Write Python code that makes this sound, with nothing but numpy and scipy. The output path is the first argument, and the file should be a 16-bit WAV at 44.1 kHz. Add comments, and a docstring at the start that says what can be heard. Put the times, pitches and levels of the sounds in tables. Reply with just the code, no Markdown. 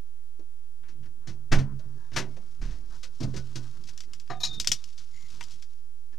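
"""Inside a car parked in the snow, a small stereo microphone close to the door. The handle is worked, the
latch lets go with a clunk and a suck of cabin air, and the door swings to its stop. Knocks chatter through
the trim and ring panel, cabin and floor pan; a metal buckle clatters, catches snap, cloth rustles.
Both channels hear the same sound with a different colour, over their own hiss and DC offset."""
import sys
import numpy as np
from scipy import signal
from scipy.fft import rfft, irfft
from scipy.io import wavfile
from scipy.ndimage import uniform_filter1d

SR = 44100
rng = np.random.default_rng(int(sys.argv[2]) if len(sys.argv) > 2 else 0)


def persist_wave(psi):
    """Save psi, clipped to +-1, as 16-bit WAV."""
    counts = np.round(np.clip(psi, -1, 1) * 32767).astype(np.int16)
    wavfile.write(sys.argv[1], SR, np.atleast_2d(counts).T)


N = 272538
T = np.arange(N) / SR
F = np.arange(N // 2 + 1) * SR / N + 1e-3

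# someone shifting in the seat: t/s, rustle level/dB, rumble level/dB
MOVEMENT = [(0, -90.5, -87), (.79, -105, -73.5), (.84, -108, -56.5), (1.45, -86, -62.5), (1.7, -77.5, -45),
            (2.05, -74, -58.5), (3.15, -68, -62), (3.5, -63.5, -58), (3.9, -68, -57), (4.25, -75, -65),
            (4.55, -64, -52), (5.06, -64, -67), (5.46, -61, -58.5), (5.6, -68.5, -69), (5.75, -77, -75.5),
            (6.18, -88.5, -82)]


def blows():
    """Each blow on door, seat or trim chatters through the fittings and rings panel, cabin and floor."""
    # t/s, clack level/dB, crack over clack/dB, boom level/dB, depth/dB, chatter t60/s, struck place f/Hz
    hits = [(0.392, -77, 10, -74, -31.5, 0.05, 325), (0.83, -64.5, -18, -68, 18, 0.24, 320),
            (0.882, -65.5, 4.5, -71.5, -12, 0.12, 340), (1.027, -65, -5.5, -73, 2, 0.14, 255),
            (1.053, -67.5, 0, -60.5, -5.5, 0.068, 262), (1.27, -53, 5, -37.5, 2.5, 0.14, 347),
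            (1.515, -26, -4.5, -20, -4, 0.094, 305), (1.549, -49, -4, -27.5, 9, 0.093, 277),
            (1.582, -44.5, -1.5, -33.5, -1.5, 0.12, 255), (1.79, -67.5, 8.5, -49.5, 0.5, 0.058, 620),
            (2.115, -58.5, -7, -44, 3, 0.39, 287), (2.131, -59, 8, -43, 7, 0.11, 343),
            (2.16, -28.5, -1, -32.5, -8, 0.13, 360), (2.363, -63, 3, -48.5, -5.5, 0.079, 410),
            (2.613, -53.5, -0.5, -37.5, 4, 0.34, 294), (2.706, -66, 3.5, -49, 13.5, 0.2, 350),
            (3.029, -53.5, 10.5, -70, -17.5, 0.096, 516), (3.201, -56, 10, -31.5, -5, 0.11, 280),
            (3.227, -56.5, 12, -25, 9.5, 0.063, 263), (3.337, -55.5, 4.5, -38.5, -3.5, 0.12, 378),
            (3.362, -52.5, 9.5, -42, 10, 0.1, 372), (3.554, -51, 11, -40.5, -5, 0.1, 326),
            (3.884, -59, 10, -59, 13, 0.071, 300), (4.297, -45.5, -29, -39, -1, 0.14, 394),
            (4.975, -67.5, 16.5, -63, 1, 0.13, 314), (6.124, -68, -2.5, -72, -14.5, 0.18, 298)]
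    # modes of each part: f/Hz, level/dB, t60/s
    trim_modes = [(977, 8, 0.16), (1480, 13, 0.16), (1726, 22.5, 0.058), (1960, 13.5, 0.03),
                  (2030, -2, 0.11)]
    panel_modes = [(259, 2.5, 0.4), (279, -4, 0.42), (329, 3.5, 0.23), (378.4, -2, 0.34), (519, -0.5, 0.37),
                   (636, -2, 0.59)]
    cabin_modes = [(119.5, -3, 0.25), (132.6, -0.5, 0.7), (177, -4.5, 0.29), (205, -10, 0.56)]
    floor_modes = [(49, -22, 0.92), (63.6, 0.5, 0.21), (87.7, -1.5, 0.41)]
    strap_modes = [(2180, -68.5, 1.7)]
    # spectrum of the contact's hard edge: f/Hz, level/dB
    crack_spectrum = [(1180, -10), (2000, -8), (4250, -0.5), (5890, 1), (7230, -8), (15500, -33)]
    free_t60_s, place_db_per_octave = 0.13, 28
    knock, clack, crack, rings, boom = np.zeros((5, N))
    for hit, chance in zip(hits, rng.standard_normal((len(hits), 36))):
        s, clack_db, edge_db, boom_db, depth_db, t60, place_hz = hit
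        rise = 0.0043 * 2 ** (max(boom_db + 40, 0) / 14.5)  # heavier blows build more slowly
        panel_db = boom_db - 5.5 - depth_db  # depth takes from the panel and gives to the floor pan
        floor_db = boom_db - 7.5 + depth_db
        add(crack, s, amp(clack_db + edge_db) * burst(rise, t60))
        add(clack, s, amp(clack_db) * burst(rise, 1.04 * t60, tail_db=-23.5))
        add(knock, s, amp(panel_db - 13) * burst(rise, 2.34 * t60))
        trim = ring(trim_modes, rise + 0.022, chance[::-1], detune=0.002, scatter_db=4.5)
        add(rings, s, amp(clack_db - 12) * trim)
        freedom = min(t60 / free_t60_s, 1)  # short chatter: the hand stays on and damps the panel
        # modes far from the struck place's own note are weaker
        panel = [(hz, db - place_db_per_octave * abs(np.log2(hz / place_hz)), ring_s * freedom)
                 for hz, db, ring_s in panel_modes]
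        # panel, cabin and floor rings each swell in a few milliseconds after the blow
        add(rings, s, amp(panel_db) * ring(panel, rise + 0.0021, chance, detune=0.0087, scatter_db=1.5))
        add(boom, s, amp(boom_db) * ring(cabin_modes, rise + 0.0046, chance[::-1], scatter_db=1.5))
        add(boom, s, amp(floor_db) * ring(floor_modes, rise + 0.003, np.roll(chance, 5), scatter_db=6.5))
    add(boom, 2.17, ring(strap_modes, 0.01, np.zeros(2)))  # the check strap rings at the stop
    chatter = knock * noise(peaks([(407, 1010, 0)]))
    chatter += clack * (1.014 * noise(peaks([(1750, 2600, 0)])) + 0.23 * scraped(trim_modes, 9.5))
    chatter += crack * noise(shape(crack_spectrum))
    # loose parts rattle unevenly, and the low boom wavers irregularly in level
    return amp(3.1 * walk(120)) * rings + amp(0.5 * walk(300)) * chatter + amp(1.5 * walk(15)) * boom


def buckle():
    """A dropped metal buckle bounces and scrapes on hollow plastic, and both ring on."""
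    # contacts: t/s, treble level/dB, plastic level/dB, metal level/dB, rise/s, chatter t60/s
    jingles = [(4.298, -79, -37, -49.5, 0.0062, 0.11), (4.402, -56, -56, -43.5, 0.0021, 0.18),
               (4.432, -69, -46.5, -28, 0.0037, 0.12), (4.448, -64, -71.5, -35.5, 0.0015, 0.044),
               (4.525, -65.5, -71, -47, 0.018, 0.074)]
    # modes of each part: f/Hz, level/dB, t60/s
    metal_modes = [(2468, -16, 0.08), (3655, -4, 0.75), (3830, -0.5, 0.13), (4130, -6.5, 0.071),
                   (4530, -10, 0.17), (5500, -8.5, 0.056), (6450, -9, 0.088), (7020, -12.5, 0.063),
                   (10550, -28, 0.1)]
    plastic_modes = [(710, 1.5, 0.2), (760, 0, 0.25), (977, -2.5, 0.12), (1214, 2, 0.21), (1755, 0, 0.13)]
    metal, plastic, treble, rings = np.zeros((4, N))
    for jingle, chance in zip(jingles, rng.standard_normal((len(jingles), 36))):
        s, treble_db, plastic_db, metal_db, rise, t60 = jingle
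        contact = burst(rise, t60)
        add(metal, s, amp(metal_db) * contact)
        add(plastic, s, amp(plastic_db) * contact)
        add(treble, s, amp(treble_db) * contact)
        add(rings, s, amp(metal_db - 3) * ring(metal_modes, rise, chance, detune=0.00082, scatter_db=2.5))
        hollow = ring(plastic_modes, rise + 0.0024, chance[::-1], detune=0.0028, scatter_db=4.5)
        add(rings, s, amp(plastic_db - 0.5) * hollow)
    jangle = scraped(metal_modes, 8.5) + 0.6 * noise(peaks([(4900, 2500, 0)]))
    scrape = metal * jangle + 0.92 * plastic * scraped(plastic_modes, 29)
    return amp(3.5 * walk(90)) * rings + scrape + treble * noise(peaks([(11350, 11000, 0)]) ** 2)


def catches():
    """Plastic catches snap: a hard tick, a ping of its own pitch, a short ring of catch and cabin."""
    # t/s, level/dB, dull clack relative to the tick/dB, tick t60/s, ping f/Hz
    snaps = [(3.8382, -50, -16, 0.068, 5360), (3.9769, -36, -10, 0.012, 5680),
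             (4.005, -39.5, -8, 0.049, 5300), (4.035, -53.5, -7, 0.078, 2020),
             (4.1339, -43, -7.5, 0.13, 5300), (4.199, -42.5, -14, 0.023, 4920),
             (4.2768, -52.5, -4, 0.0099, 4900), (4.5993, -17, -22, 0.01, 3820),
             (4.6465, -32, -6.5, 0.0062, 6170), (4.6731, -16.5, -35.5, 0.051, 5200),
             (4.717, -17, -14, 0.094, 6700), (4.8412, -40, -35, 0.022, 5460), (5.4092, -41, 6, 0.068, 930),
             (5.509, -48, -30, 0.02, 7400), (5.428, -41.5, -23, 0.012, 3040),
             (5.438, -41, -30.5, 0.02, 7950), (5.6236, -47.5, -9.5, 0.15, 4820)]
    # modes of a catch: f/Hz, level/dB, t60/s
    catch_modes = [(3320, 0.5, 0.032), (4600, 0.5, 0.07), (5150, 4.5, 0.06), (5800, 3.5, 0.09),
                   (6940, -0.5, 0.021), (10600, -17.5, 0.1)]
    bounce_s, bounce_db, ping_cycles = 0.015, -22.5, 75
    crack, clack, pings = np.zeros((3, N))
    for snap, chance in zip(snaps, rng.standard_normal((len(snaps), 2 * len(catch_modes)))):
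        s, db, dull_db, t60, hz = snap
        tick = burst(0.00021, t60, tail_db=-12, tail_t60=0.089, hold=0.54)
        add(crack, s, amp(db) * tick)
        add(crack, s + bounce_s, amp(db + bounce_db) * tick)  # every catch lands a second time
        add(clack, s, amp(db + dull_db) * tick)
        add(pings, s, ring([(hz, db - 1, ping_cycles / hz)], 0.00078, chance, scatter_db=0.5))
        damped_modes = np.array(catch_modes) * [1, 1, min(t60 / 0.063, 1)]
        add(pings, s, amp(db - 16.5) * ring(damped_modes, 0.0033, chance[::-1]))
    bright = scraped(catch_modes, 50) + amp(-17) * noise(peaks([(11000, 19000, 0)]) ** 2)
    return pings + crack * bright + clack * noise(peaks([(2130, 3250, 0)]) ** 2)


def cabin_air():
    """Cabin pressure swings slowly, pulling first, as the seal parts and as the door meets its stop."""
    # t/s, f/Hz, level/dB, t60/s
    swings = [(1.512, 10.8, -11, 0.16), (2.604, 30.7, -27, 0.21), (2.73, 35, -43.5, 0.57),
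              (3.214, 35, -37, 0.18)]
    pressure, t = np.zeros(N), T[:SR]
    for s, hz, db, t60 in swings:
        decay = np.exp(-(t / t60) ** 3.4 * np.log(1000))
        add(pressure, s, -amp(db) * np.sin(2 * np.pi * hz * t) * decay)
    return pressure


def cloth():
    """Clothing slips in fine grains near the microphone."""
    # sleeve strokes: t/s, half length/s, level/dB
    strokes = [(3.88, 0.021, -58.5), (5.325, 0.029, -64.5), (5.522, 0.025, -59.5)]
    # f/Hz, level/dB
    rustle_spectrum = [(1800, -11.5), (3000, -6), (5500, -1.5), (7000, -7), (8200, -12), (14000, -26)]
    rustle_db, _ = movement_db()
    sleeve = sum(amp(db) * np.exp(-((T - s) / half) ** 2) for s, half, db in strokes)
    slips_db = 2 * walk(16) + 2.5 * walk(200) + 0.5
    return (amp(rustle_db) + sleeve) * amp(slips_db) * noise(shape(rustle_spectrum))


def seat():
    """A shifting body scuffs seat and sill over a low rumble."""
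    # single scuffs: t/s, half length/s, level/dB
    scuffs = [(1.248, 0.032, -70.5), (1.677, 0.064, -64), (2.94, 0.03, -63.5), (3.67, 0.029, -70),
              (3.767, 0.014, -67)]
    # f/Hz, level/dB
    rumble_spectrum = [(18, -7), (40, -7), (118, -15.5), (134, -5), (152, -14.5), (350, -23.5), (600, -38)]
    rustle_db, rumble_db = movement_db()
    sliding = amp(0.53 * rustle_db + 0.47 * rumble_db - 8.5)
    shoves = sum(amp(db) * np.exp(-((T - s) / half) ** 4) for s, half, db in scuffs)
    scuff = (sliding + shoves) * amp(2 * walk(28)) * noise(peaks([(1200, 1700, 0)]) ** 2)
    return scuff + amp(rumble_db + 3.5 * walk(19)) * noise(shape(rumble_spectrum))


def hinge():
    """The swinging door rubs on its hinge."""
    # t/s, level/dB
    swell = [(1.8, -100), (1.93, -75), (2.05, -65.5), (2.1, -74)]
    # f/Hz, width/Hz, level/dB
    resonances = [(920, 250, 0), (1660, 170, 2)]
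    level_db = np.interp(T, *np.transpose(swell), -200, -200)
    return amp(level_db + 1.6 * walk(30.7)) * noise(peaks(resonances))


def rub():
    """A brief, faint rub sounds on two narrow resonances."""
    # t/s, level/dB
    swell = [(5.08, -87), (5.18, -58), (5.3, -72)]
    # f/Hz, width/Hz, level/dB
    resonances = [(2090, 170, 10), (6920, 270, 3.7)]
    level_db = np.interp(T, *np.transpose(swell), -200, -200)
    return amp(level_db + 2 * walk(40)) * noise(peaks(resonances))


def movement_db():
    """Rustle and rumble levels of the shifting body at every sample."""
    s, rustle_db, rumble_db = np.transpose(MOVEMENT)
    return np.interp(T, s, rustle_db), np.interp(T, s, rumble_db)


def burst(rise, t60, tail_db=-28, tail_t60=0.18, hold=1.32):
    """Envelope of a contact: it builds, holds while parts chatter, drops, and leaves a faint cabin tail."""
    t = T[:SR // 2]
    after = np.maximum(t - rise, 0)
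    fall = np.exp(-np.log(1000) * (after / t60) ** hold)
    tail = amp(tail_db) * np.exp(-np.log(1000) * after / tail_t60)
    return np.minimum(t / rise, 1) * (fall + tail)


def ring(modes, rise, chance, detune=0.018, scatter_db=5.0):
    """One blow on a set of modes; the draws in chance put each a little off in strength and pitch."""
    hz, db, t60 = np.transpose(modes)[:, :, None]
    level_draw, pitch_draw = chance.reshape(2, -1)[:, :len(modes), None]
    t = T[:int(min(t60.max(), 1) * SR)]
    decays = amp(db + scatter_db * level_draw) * np.exp(-t * np.log(1000) / t60)
    tones = np.sin(2 * np.pi * hz * (1 + detune * pitch_draw) * t)
    onset = np.sin(np.pi / 2 * np.minimum(t / rise, 1)) ** 2
    return (decays * tones).sum(0) * onset


def scraped(modes, spread):
    """Noise of rms 1 in the modes of a part that is kept chattering."""
    return noise(peaks([(hz, spread / t60, db) for hz, db, t60 in modes]))


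def noise(gain):
    """Noise of rms 1, coloured by a gain at each frequency."""
    coloured = irfft(rfft(rng.standard_normal(N)) * gain, N)
    return coloured / np.sqrt(np.mean(coloured ** 2))


def shape(points):
    """Gain through points (f/Hz, level/dB) on a log axis, silent outside."""
    hz, db = np.transpose(points)
    return amp(np.interp(np.log(F), np.log(hz), db, -200, -200))


def peaks(table):
    """Gain of resonances (f/Hz, width/Hz, level/dB) side by side."""
    return np.sqrt(sum(amp(db) ** 2 / (1 + ((F - hz) / (width / 2)) ** 2) ** 2 for hz, width, db in table))


def walk(rate):
    """Random levels held 1 / rate s and slewed; spread near 1."""
    step = max(int(SR / rate), 2)
    held = np.repeat(rng.standard_normal(N // step + 1), step)
    return 1.3 * uniform_filter1d(held, step)[:N]


def amp(db):
    return 10 ** (np.asarray(db) / 20)


def add(track, s, sound):
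    start = int(s * SR)
    track[start:start + len(sound)] += sound[:N - start]


def scene():
    """Everything in the cabin, alike on both channels."""
    sound = blows() + buckle() + catches() + cabin_air() + cloth() + seat() + hinge() + rub()
    return np.array([sound, sound])


def record(dry):
    """The microphone: left is weaker than right in the bass, stronger above; each side has its own hiss."""
    # f/Hz, level/dB
    hiss_spectrum = [(550, -14.5), (800, 4.5), (3000, 1.5), (12300, -0.5), (15500, -10)]
    hiss_db, dc_offset = (-71, -69.5), (0.0158, 0.0394)  # left, right
    turn_hz, dull_hz, stop_hz = 420, 16500, 15700
    z = 1j * F / turn_hz
    left_over_right = 0.58 + (1.35 * z + 1.45 * z * z) / (z * z + z + 1)
    left_over_right /= 1 + (F / dull_hz) ** 4
    colour = np.array([left_over_right, np.ones(len(F))]) * 2 / (1 + left_over_right)
    sides = irfft(rfft(dry) * colour, N)
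    hiss = np.array([amp(db) * noise(shape(hiss_spectrum)) for db in hiss_db])
    lowpass = signal.cheby2(9, 50, stop_hz, fs=SR, output="sos")
    return signal.sosfilt(lowpass, sides + hiss) + np.array(dc_offset)[:, None]


dry = scene()
out = record(dry)
persist_wave(out)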